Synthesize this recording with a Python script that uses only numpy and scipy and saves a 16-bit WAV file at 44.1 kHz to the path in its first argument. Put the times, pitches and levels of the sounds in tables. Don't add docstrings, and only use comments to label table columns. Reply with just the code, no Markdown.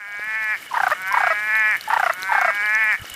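import sys
import numpy as np
from scipy import signal
from scipy.io import wavfile
from scipy.ndimage import uniform_filter1d, map_coordinates

SR = 44100
rng = np.random.default_rng(int(sys.argv[2]) if len(sys.argv) > 2 else 0)


def pcm_store(signal):
    levels = np.round(np.clip(np.atleast_2d(signal), -1, 1) * 32767)
    wavfile.write(sys.argv[1], SR, levels.astype(np.int16).T)


def gain_from_db(level_db):
    decades = np.asarray(level_db, float) / 20
    return 10 ** decades


N = 138915


def rms_one(x):
    return x / np.sqrt(np.mean(x ** 2) + 1e-20)


def drift(rate_hz, size):
    knots = rng.standard_normal(int(size * rate_hz / SR) + 4)
    return map_coordinates(knots, [1 + np.arange(size) * rate_hz / SR], order=3)


def poles(hz, width_hz):
    r = np.exp(-np.pi * width_hz / SR)
    return [1, -2 * r * np.cos(2 * np.pi * hz / SR), r * r]


def peak(x, hz, width_hz):
    a = poles(hz, width_hz)
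    return signal.lfilter([(1 - a[2]) / 2, 0, (a[2] - 1) / 2], a, x + 1e-18)


def glide(x, hz, width_hz):
    out, state = np.zeros(len(x)), np.zeros(2)
    for i in range(0, len(x), 128):
        a = poles(hz[i], width_hz)
        out[i:i + 128], state = signal.lfilter([sum(a)], a, x[i:i + 128], zi=state)
    return out


def high_pass(x, hz, order=4):
    return signal.sosfilt(signal.butter(order, hz, "high", fs=SR, output="sos"), x)


def pulses(rate_hz, top_hz):
    sharp = top_hz / rate_hz
    phase = 2 * np.pi * np.cumsum(rate_hz) / SR
    return top_hz * np.exp(sharp ** 2 * (np.cos(phase) - 1))


def clicks(s, size):
    out = np.zeros(N)
    np.add.at(out, np.clip((np.asarray(s) * SR).astype(int), 0, N - 1), size)
    return out


# (time [s], level [dB], pulse rate [Hz])
MOAN_CALLS = [
    [(0, -16.5, 210.3), (.03, -21, 200.6), (.21, -19.5, 208.9), (.26, -18, 215.9), (.4, -17.5, 220),
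     (.44, -17, 217.2), (.53, -15.5, 213.2), (.556, -21, 189.6), (.58, -41, 137.5)],
    [(.95, -31.5, 178.4), (1.0, -24, 186.3), (1.085, -18, 190.3), (1.115, -19.5, 198.8), (1.41, -21, 210.1),
     (1.57, -15, 218.8), (1.715, -14.5, 213.1), (1.746, -16.5, 191), (1.768, -26, 135)],
    [(2.115, -31.5, 176.3), (2.24, -21.5, 187.7), (2.33, -17.5, 196.3), (2.584, -21, 205.3),
     (2.648, -16, 209.1), (2.796, -16, 220.8), (2.91, -15.5, 213.5), (2.941, -16, 193.3), (2.964, -25, 135)],
]
SAC_PER_RATE, SAC_WIDTH_HZ, SAC_WANDER = 8.005, 174, 0.005
HEAD_HZ, HEAD_RISE, HEAD_WIDTH_HZ = 2197, 2.88, 149
SAC_SLACK = 0.37
MOAN_LOW_HZ, MOAN_LOW_WIDTH_HZ, MOAN_PULSE_HZ = 795, 380, 4400
MOAN_EDGE_HZ, MOAN_EDGE_WIDTH_HZ, MOAN_EDGE_DB = 5050, 550, -37.5
MOAN_JITTER, MOAN_WOBBLE, MOAN_SHIMMER_DB = .005, .004, .9


def moan(rows):
    s, db, hz = np.transpose(rows)
    on = slice(int(s[0] * SR), int((s[-1] + 0.093) * SR))
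    t = (np.arange(N) / SR)[on]
    plain_rate, level_db = np.interp(t, s, hz), np.interp(t, s, db)
    quiet = np.clip((-18 - level_db) / 4, 0, 1)
    wander = MOAN_JITTER * drift(62.56, len(t)) + MOAN_WOBBLE * quiet * drift(22.1, len(t))
    rate = plain_rate * (1 + wander)
    gain = gain_from_db(level_db + MOAN_SHIMMER_DB * drift(39.6, len(t))) * (t < s[-1])

    top = np.maximum.accumulate(plain_rate * np.clip(0.94 + t * 2, 0, 1))
    sac_hz = SAC_PER_RATE * top * (1 + SAC_WANDER * drift(6.6, len(t)))
    head = top - SAC_SLACK * np.maximum(top * 1.01 - plain_rate, 0)
    head_hz = HEAD_HZ + HEAD_RISE * (head - 184)

    def body(x):
        return glide(glide(x, sac_hz, SAC_WIDTH_HZ), head_hz, HEAD_WIDTH_HZ)

    puffs = pulses(rate, MOAN_PULSE_HZ)
    puffs = signal.lfilter([1, -2, 1], poles(MOAN_LOW_HZ, MOAN_LOW_WIDTH_HZ), puffs)
    puffs = high_pass(puffs, 500, order=2)
    edge = peak(peak(puffs, MOAN_EDGE_HZ, MOAN_EDGE_WIDTH_HZ), MOAN_EDGE_HZ, MOAN_EDGE_WIDTH_HZ)
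    out = np.zeros(N)
    out[on] = body(puffs * gain) / np.std(body(puffs))
    out[on] += gain_from_db(MOAN_EDGE_DB) * gain * rms_one(edge)
    return out


# (pitch [Hz], width [Hz], level [dB])
THROAT_PEAKS = [(755, 260, 0.5), (1575, 410, 0), (1970, 265, -3), (2700, 140, -16), (3450, 260, -38.5),
                (5080, 320, -26)]


def throat(x):
    y = 0
    for k, (hz, width_hz, db) in enumerate(THROAT_PEAKS):
        y = y + (-1) ** k * gain_from_db(db) * peak(x, hz, width_hz)
    return high_pass(y, 650)


# (time [s], length [s], pitch [Hz], level [dB], bend over the note [share of pitch])
TRILL_CALLS = [
    [(.711, 0.016, 1040, -25.5, -0.13), (.739, 0.0092, 973, -17.5, 0.15), (.769, 0.0092, 942, -12, 0.034),
     (.801, 0.0086, 836, -12, -0.053), (.8325, 0.0097, 777, -10, -0.1), (.866, 0.0097, 754, -10, -0.057),
     (.914, 0.018, 609, -11.5, 0.13)],
    [(1.111, 0.016, 1050, -21.5, -0.012), (1.139, 0.0075, 1007, -13, 0.021),
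     (1.171, 0.0076, 960, -9.5, 0.0019), (1.204, 0.0098, 819, -12, -0.048),
     (1.2345, 0.0097, 758, -11, -0.047), (1.2675, .009, 704.7, -10.5, -0.013),
     (1.302, 0.024, 650, -13.5, -0.032)],
    [(1.876, 0.016, 862, -21.5, -.08), (1.901, 0.0099, 893, -15, 0.068), (1.931, 0.01, 920, -10, 0.059),
     (1.964, 0.0079, 908, -11.5, -0.038), (1.997, 0.0084, 816, -11.5, -0.1),
     (2.0295, .011, 749, -10, -0.042), (2.0615, .01, 700, -10.5, -0.06), (2.096, 0.011, 661, -11, 0.094)],
    [(2.292, 0.019, 976, -20, -0.081), (2.319, .009, 892, -11.5, 0.025), (2.349, 0.0098, 860, -11, 0.025),
     (2.380, 0.0088, 815, -11.5, -0.064), (2.413, 0.01, 750, -11.5, -0.037),
     (2.446, .011, 715, -10.5, -0.035), (2.478, 0.027, 650, -14, -0.082)],
]
NOTE_ATTACK_S, NOTE_RELEASE_S, NOTE_FADE_DB_PER_S = 0.00048, 0.00305, 114
NOTE_SCOOP, SCOOP_S, NOTE_SAG = 0.2, 0.0038, 0.38
SOFT_START_S_PER_HZ, LEAD_SHARE = 4e-5, 0.515
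TRILL_PULSE_HZ, DULL_PER_HZ = 5330, 0.0075
TRILL_JITTER, ROUGH_PER_HZ = .011, .008
EVEN_S = 0.00305


def trills():
    out, t = np.zeros(N), np.arange(int(.07 * SR)) / SR
    for s, length, hz, db, bend in sum(TRILL_CALLS, []):
        above_hz = max(hz - 800, 0)
        swell = SOFT_START_S_PER_HZ * above_hz
        s, length = s - LEAD_SHARE * swell, length + LEAD_SHARE * swell
        rise = np.clip(t / (NOTE_ATTACK_S + swell), 0, 1)
        fall = np.clip((length + NOTE_RELEASE_S - t) / (2 * NOTE_RELEASE_S), 0, 1)

        scoop = NOTE_SCOOP * np.clip(1 - t / SCOOP_S, 0, 1) ** 2
        arch = 1 - scoop + bend * (np.minimum(t / length, 1) - .5)
        sag = 1 - NOTE_SAG * (1 - fall) ** 1.58
        rough = TRILL_JITTER * (1 + ROUGH_PER_HZ * above_hz + 10 * (1 - fall))
        pitch = hz * arch * sag * (1 + rough * drift(417, len(t)))

        top_hz = TRILL_PULSE_HZ * min(1, gain_from_db(db + 14)) * np.clip(1 - DULL_PER_HZ * (hz - 800), .3, 1)
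        note = throat(-pulses(pitch, top_hz))
        power = uniform_filter1d(note ** 2, int(EVEN_S * SR), mode="nearest")
        note = note / np.sqrt(power + 0.25 * np.var(note))
        shimmer_db = 1.02 * drift(498, len(t))
        note = note * rise * np.sqrt(fall) * gain_from_db(shimmer_db - NOTE_FADE_DB_PER_S * t)
        i = int(s * SR)
        out[i:i + len(t)] += gain_from_db(db) * note / np.std(note[:int(length * SR)])
    return high_pass(out, 480)


# (time [s], level [dB])
LONE_SLAPS = [(0.753, -27), (.766, -21), (0.78, -26), (0.787, -26), (0.8851, -13), (0.902, -11),
              (0.909, -6), (1.184, -9), (1.216, -7.5), (1.247, -25), (1.913, -17), (1.921, -15),
              (1.924, -27), (1.943, -6.5), (1.945, -19), (1.951, -20), (1.956, -17), (1.975, -4.5),
              (1.980, -18), (1.989, -21), (1.992, -15), (2.008, -19), (2.011, -14), (2.042, -31),
              (2.076, -11), (2.091, -16), (2.115, -22), (2.334, -13), (2.361, -13), (2.394, -15),
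              (2.394, -16)]
ONSET_SLAP_DB, TAIL_SLAP_DB, TAIL_GAP_S = 3, -2, .003
CREAKS_PER_S, CREAK_DB, CREAK_FADE_DB_PER_S = 330, -1.5, 104
SLAP_HZ = 1110


def cord_slaps():
    s, db = np.transpose(LONE_SLAPS)
    slaps = clicks(s, gain_from_db(db))
    notes = np.array(sum(TRILL_CALLS, []))
    low = np.clip((1000 - notes[:, 2]) / 250, 0, 1)
    slaps += clicks(notes[:, 0], gain_from_db(notes[:, 3] + ONSET_SLAP_DB) * low)
    tail = np.cumsum(TAIL_GAP_S * (.5 + rng.random((len(notes), 3))), axis=1)
    tail_s = notes[:, :1] + notes[:, 1:2] + tail - TAIL_GAP_S
    slaps += clicks(tail_s.ravel(), gain_from_db(notes[:, 3:4] + TAIL_SLAP_DB - 200 * tail).ravel())
    for rows in TRILL_CALLS:
        start, span = rows[1][0], rows[-1][0] - rows[1][0]
        draw = rng.random((80, 2))
        at = np.cumsum((.3 + 1.4 * draw[:, 0]) / CREAKS_PER_S)
        creak_db = rows[2][3] + CREAK_DB - CREAK_FADE_DB_PER_S * at + 10 * (draw[:, 1] - .5)
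        slaps += clicks(start + at, (at < span) * gain_from_db(creak_db))
    return 30 * peak(peak(slaps, SLAP_HZ, 900), 1.12 * SLAP_HZ, 560)


# (delay [s], level [dB])
REFLECTIONS = [(.0073, -23), (.0131, -24), (.0209, -18), (.034, -15), (.051, -29)]


def echoes(x):
    dull = peak(x, 2560, 2900)
    out = np.zeros(N)
    for k, (s, db) in enumerate(REFLECTIONS):
        late = np.r_[np.zeros(int(s * SR)), dull][:N]
        out += (-1) ** k * gain_from_db(db) * late
    return out


# (time [s], peak level [dB], pitch [Hz], splash level [dB])
NEAR_DRIPS = [(0.197, -25, 4070, -55), (0.242, -23, 10700, -41), (0.4422, -26.5, 4800, -40),
              (0.7784, -29, 10300, -43), (0.881, -31, 4260, -38), (0.92, -28, 4910, -35.5),
              (1.0824, -22.5, 6400, -38.5), (1.1246, -15, 5270, -35.5), (1.554, -20.5, 3790, -41),
              (1.8105, -12, 4170, -38), (1.9366, -17.5, 4850, -39), (1.9973, -21, 6960, -37.5),
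              (2.1288, -21, 4200, -48), (2.1353, -14.5, 6800, -35), (2.2217, -15.5, 5800, -36),
              (2.231, -9.5, 3910, -37), (2.4133, -17, 6000, -36), (2.549, -29, 3950, -42),
              (2.659, -20.5, 4300, -41), (2.7507, -13.5, 5830, -47), (2.8404, -23, 11100, -41),
              (2.9268, -21.5, 5070, -39), (3.099, -19, 6800, -32), (3.1404, -17, 7700, -36),
              (.622, -28, 12000, -41), (0.763, -27, 4500, -46), (.9053, -22, 3650, -39),
              (1.0175, -24, 8100, -39.5), (1.5968, -21, 6500, -46.5), (1.712, -20.5, 5510, -49),
              (1.7685, -31, 4250, -37.5), (1.8392, -21, 5370, -43), (1.8861, -23, 9040, -38),
              (2.0405, -27, 6050, -47), (2.0612, -27, 5960, -43), (2.122, -31, 4480, -44),
              (2.694, -26, 6000, -46), (3.015, -29.5, 7080, -42), (3.056, -23, 5710, -49)]
DRIP_RING_CYCLES, SPLASH_DB, SPLASH_T60_S = 24.3, 7.5, 0.026


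def drips():
    out, t = np.zeros(N + SR), np.arange(int(.03 * SR)) / SR
    for s, db, hz, splash_db in NEAR_DRIPS:
        noise = np.diff(rng.standard_normal(len(t) + 1))
        splash = noise * gain_from_db(SPLASH_DB + splash_db - 60 * t / SPLASH_T60_S)
        ring = np.sin(2 * np.pi * hz * t * (1 + 20 * t)) * gain_from_db(db - 60 * t * hz / DRIP_RING_CYCLES)
        i = int(s * SR)
        out[i:i + len(t)] += ring + splash
    return out[:N]


# (time [s], level [dB], pitch [Hz])
GROUND_KNOCKS = [
    (.195, -16.5, 596),
    (0.273, -37, 172),
    (2.997, -34, 90),
    (3.017, -25.5, 99),
    (3.044, -27.5, 600),
    (3.115, -38, 69.5),
]
KNOCK_CYCLES = 3.5


def knocks():
    out, t = np.zeros(N + SR), np.arange(SR // 4) / SR
    for s, db, hz in GROUND_KNOCKS:
        soft_start = 4 * (1 - np.exp(-2 * t * hz))
        i = int(s * SR)
        out[i:i + len(t)] += gain_from_db(db - 60 * t * hz / KNOCK_CYCLES) * np.sin(2 * np.pi * hz * t) * soft_start
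    return out[:N]


# (time [s], peak level [dB])
NEAR_CHIRPS = [(0.4529, -34), (0.5743, -34), (0.6614, -37), (0.6774, -26), (0.888, -35), (0.9502, -35),
               (1.1054, -28), (1.1578, -35), (1.6342, -35), (1.6538, -32), (1.7672, -33), (1.958, -34.5),
               (2.0526, -27), (2.1505, -33), (2.2094, -33), (2.5057, -34), (2.5441, -28), (2.5695, -28),
               (2.631, -25.5), (2.6658, -24), (2.79, -28), (2.8255, -29), (2.8903, -27), (2.9097, -27),
               (2.9766, -35.5), (2.9929, -28), (3.0195, -29), (3.05, -29), (3.077, -30), (3.0959, -27.5),
               (3.1153, -25), (3.1296, -26), (3.1424, -28)]
CHIRP_HZ, NEAR_CHIRP_DB, NEAR_CHIRP_S = 2940, -1, 0.005
CHIRP_WIDTH_HZ, CHIRPS_PER_S, CHIRP_DB = 110, 75, -45


def chirpers():
    s, db = np.transpose(NEAR_CHIRPS)
    t = np.arange(int(.03 * SR)) / SR
    x = 2 * t / NEAR_CHIRP_S
    burst = np.sin(2 * np.pi * CHIRP_HZ * t) * np.e * x * np.exp(-x)
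    near = signal.fftconvolve(clicks(s, gain_from_db(db + NEAR_CHIRP_DB)), burst)[:N]

    draw = rng.random((240, 2))
    at = np.cumsum((0.22 + 0.92 * draw[:, 0]) / CHIRPS_PER_S)
    ticks = clicks(at, gain_from_db(10 * draw[:, 1])) * gain_from_db(1.2 * drift(4.68, N))
    ticks[-1] = 0
    far = peak(peak(ticks, CHIRP_HZ, CHIRP_WIDTH_HZ), CHIRP_HZ * 0.83, 13 * CHIRP_WIDTH_HZ)
    return near + gain_from_db(CHIRP_DB) * rms_one(far)


def far_trill():
    start_s, gap_s, hz, db = .075, .032, 700, -34.5
    t = np.arange(int(.03 * SR)) / SR
    note = np.sin(2 * np.pi * hz * t) * np.sin(np.pi * np.minimum(t / .016, 1))
    return signal.fftconvolve(clicks(start_s + gap_s * np.arange(3), gain_from_db(db)), note)[:N]


# (pitch [Hz], width [Hz], level [dB])
CHORUS_BANDS = [(1360, 410, -45), (1730, 420, -40.5), (2210, 220, -43.5)]
CHORUS_THROB_DB = 2.5


def chorus():
    out = np.zeros(N)
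    for hz, width_hz, db in CHORUS_BANDS:
        band = peak(peak(rng.standard_normal(N), hz, width_hz), hz, width_hz)
        out += gain_from_db(db + CHORUS_THROB_DB * drift(60, N)) * rms_one(band)
    return out


PATTER_PER_S, PATTER_DB = 120, -54


def patter():
    size = gain_from_db(8.6 * np.minimum(rng.exponential(1, N), 4))
    born = (rng.random(N) < PATTER_PER_S / SR) * size
    dealt = rng.integers(0, 10, N)
    out = np.zeros(N)
    for k, hz in enumerate(np.geomspace(3500, 14000, 10)):
        out += peak(born * (dealt == k), hz, 0.085 * hz)
    return gain_from_db(PATTER_DB) * rms_one(out)


# (pitch [Hz], level [dB])
AIR_TONE = [(24, -31), (45, -25), (100, -6), (370, -7), (1000, -4.5), (3500, -7), (7000, -13), (16000, -17)]
AIR_DB, AIR_PATCHY_DB = -38.5, 1.53


def air():
    out, together = np.zeros(N), drift(60, N)
    edges = 22 * 2 ** np.arange(0, 9.7, .5)
    white = rng.standard_normal((2, N))
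    hz, db = np.transpose(AIR_TONE)
    for k, (low, high) in enumerate(zip(edges, edges[1:])):
        band_pass = signal.butter(2, [low, high], "band", fs=SR, output="sos")
        band = signal.sosfilt(band_pass, white[k % 2])
        band_db = np.interp(np.log(low * high) / 2, np.log(hz), db)
        out += band * gain_from_db(band_db + AIR_PATCHY_DB * (together + drift(20, N)))
    return gain_from_db(AIR_DB) * rms_one(out)


def scene():
    frogs = sum(moan(rows) for rows in MOAN_CALLS) + trills() + cord_slaps()
    water = drips() + knocks() + patter()
    far = chirpers() + far_trill() + chorus()
    return (frogs + echoes(frogs) + water + far + air())[None]


def band_limit(x):
    return signal.sosfilt(signal.butter(12, 16690, fs=SR, output="sos"), x)


# (time [s], level [dB])
FADE_IN = [(0, -16), (.06, -13.5), (.35, -8), (.71, -4.5)]
LIFT_DB_PER_DB, LIFT_FROM_DB, LIFT_S = 0.0841, -22.5, 0.17
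TREBLE_LIMIT_HZ = 16150


def record(dry):
    level_db = 10 * np.log10(uniform_filter1d(dry[0] ** 2, int(LIFT_S * SR)) + 1e-9)
    lift_db = LIFT_DB_PER_DB * np.maximum(level_db - LIFT_FROM_DB, 0)
    fade_db = np.interp(np.arange(N) / SR, *np.transpose(FADE_IN))
    low_pass = signal.cheby2(12, 60, TREBLE_LIMIT_HZ, fs=SR, output="sos")
    mix = signal.sosfilt(low_pass, dry) * gain_from_db(lift_db + fade_db)
    return band_limit(mix)


dry = scene()
out = record(dry)
pcm_store(out)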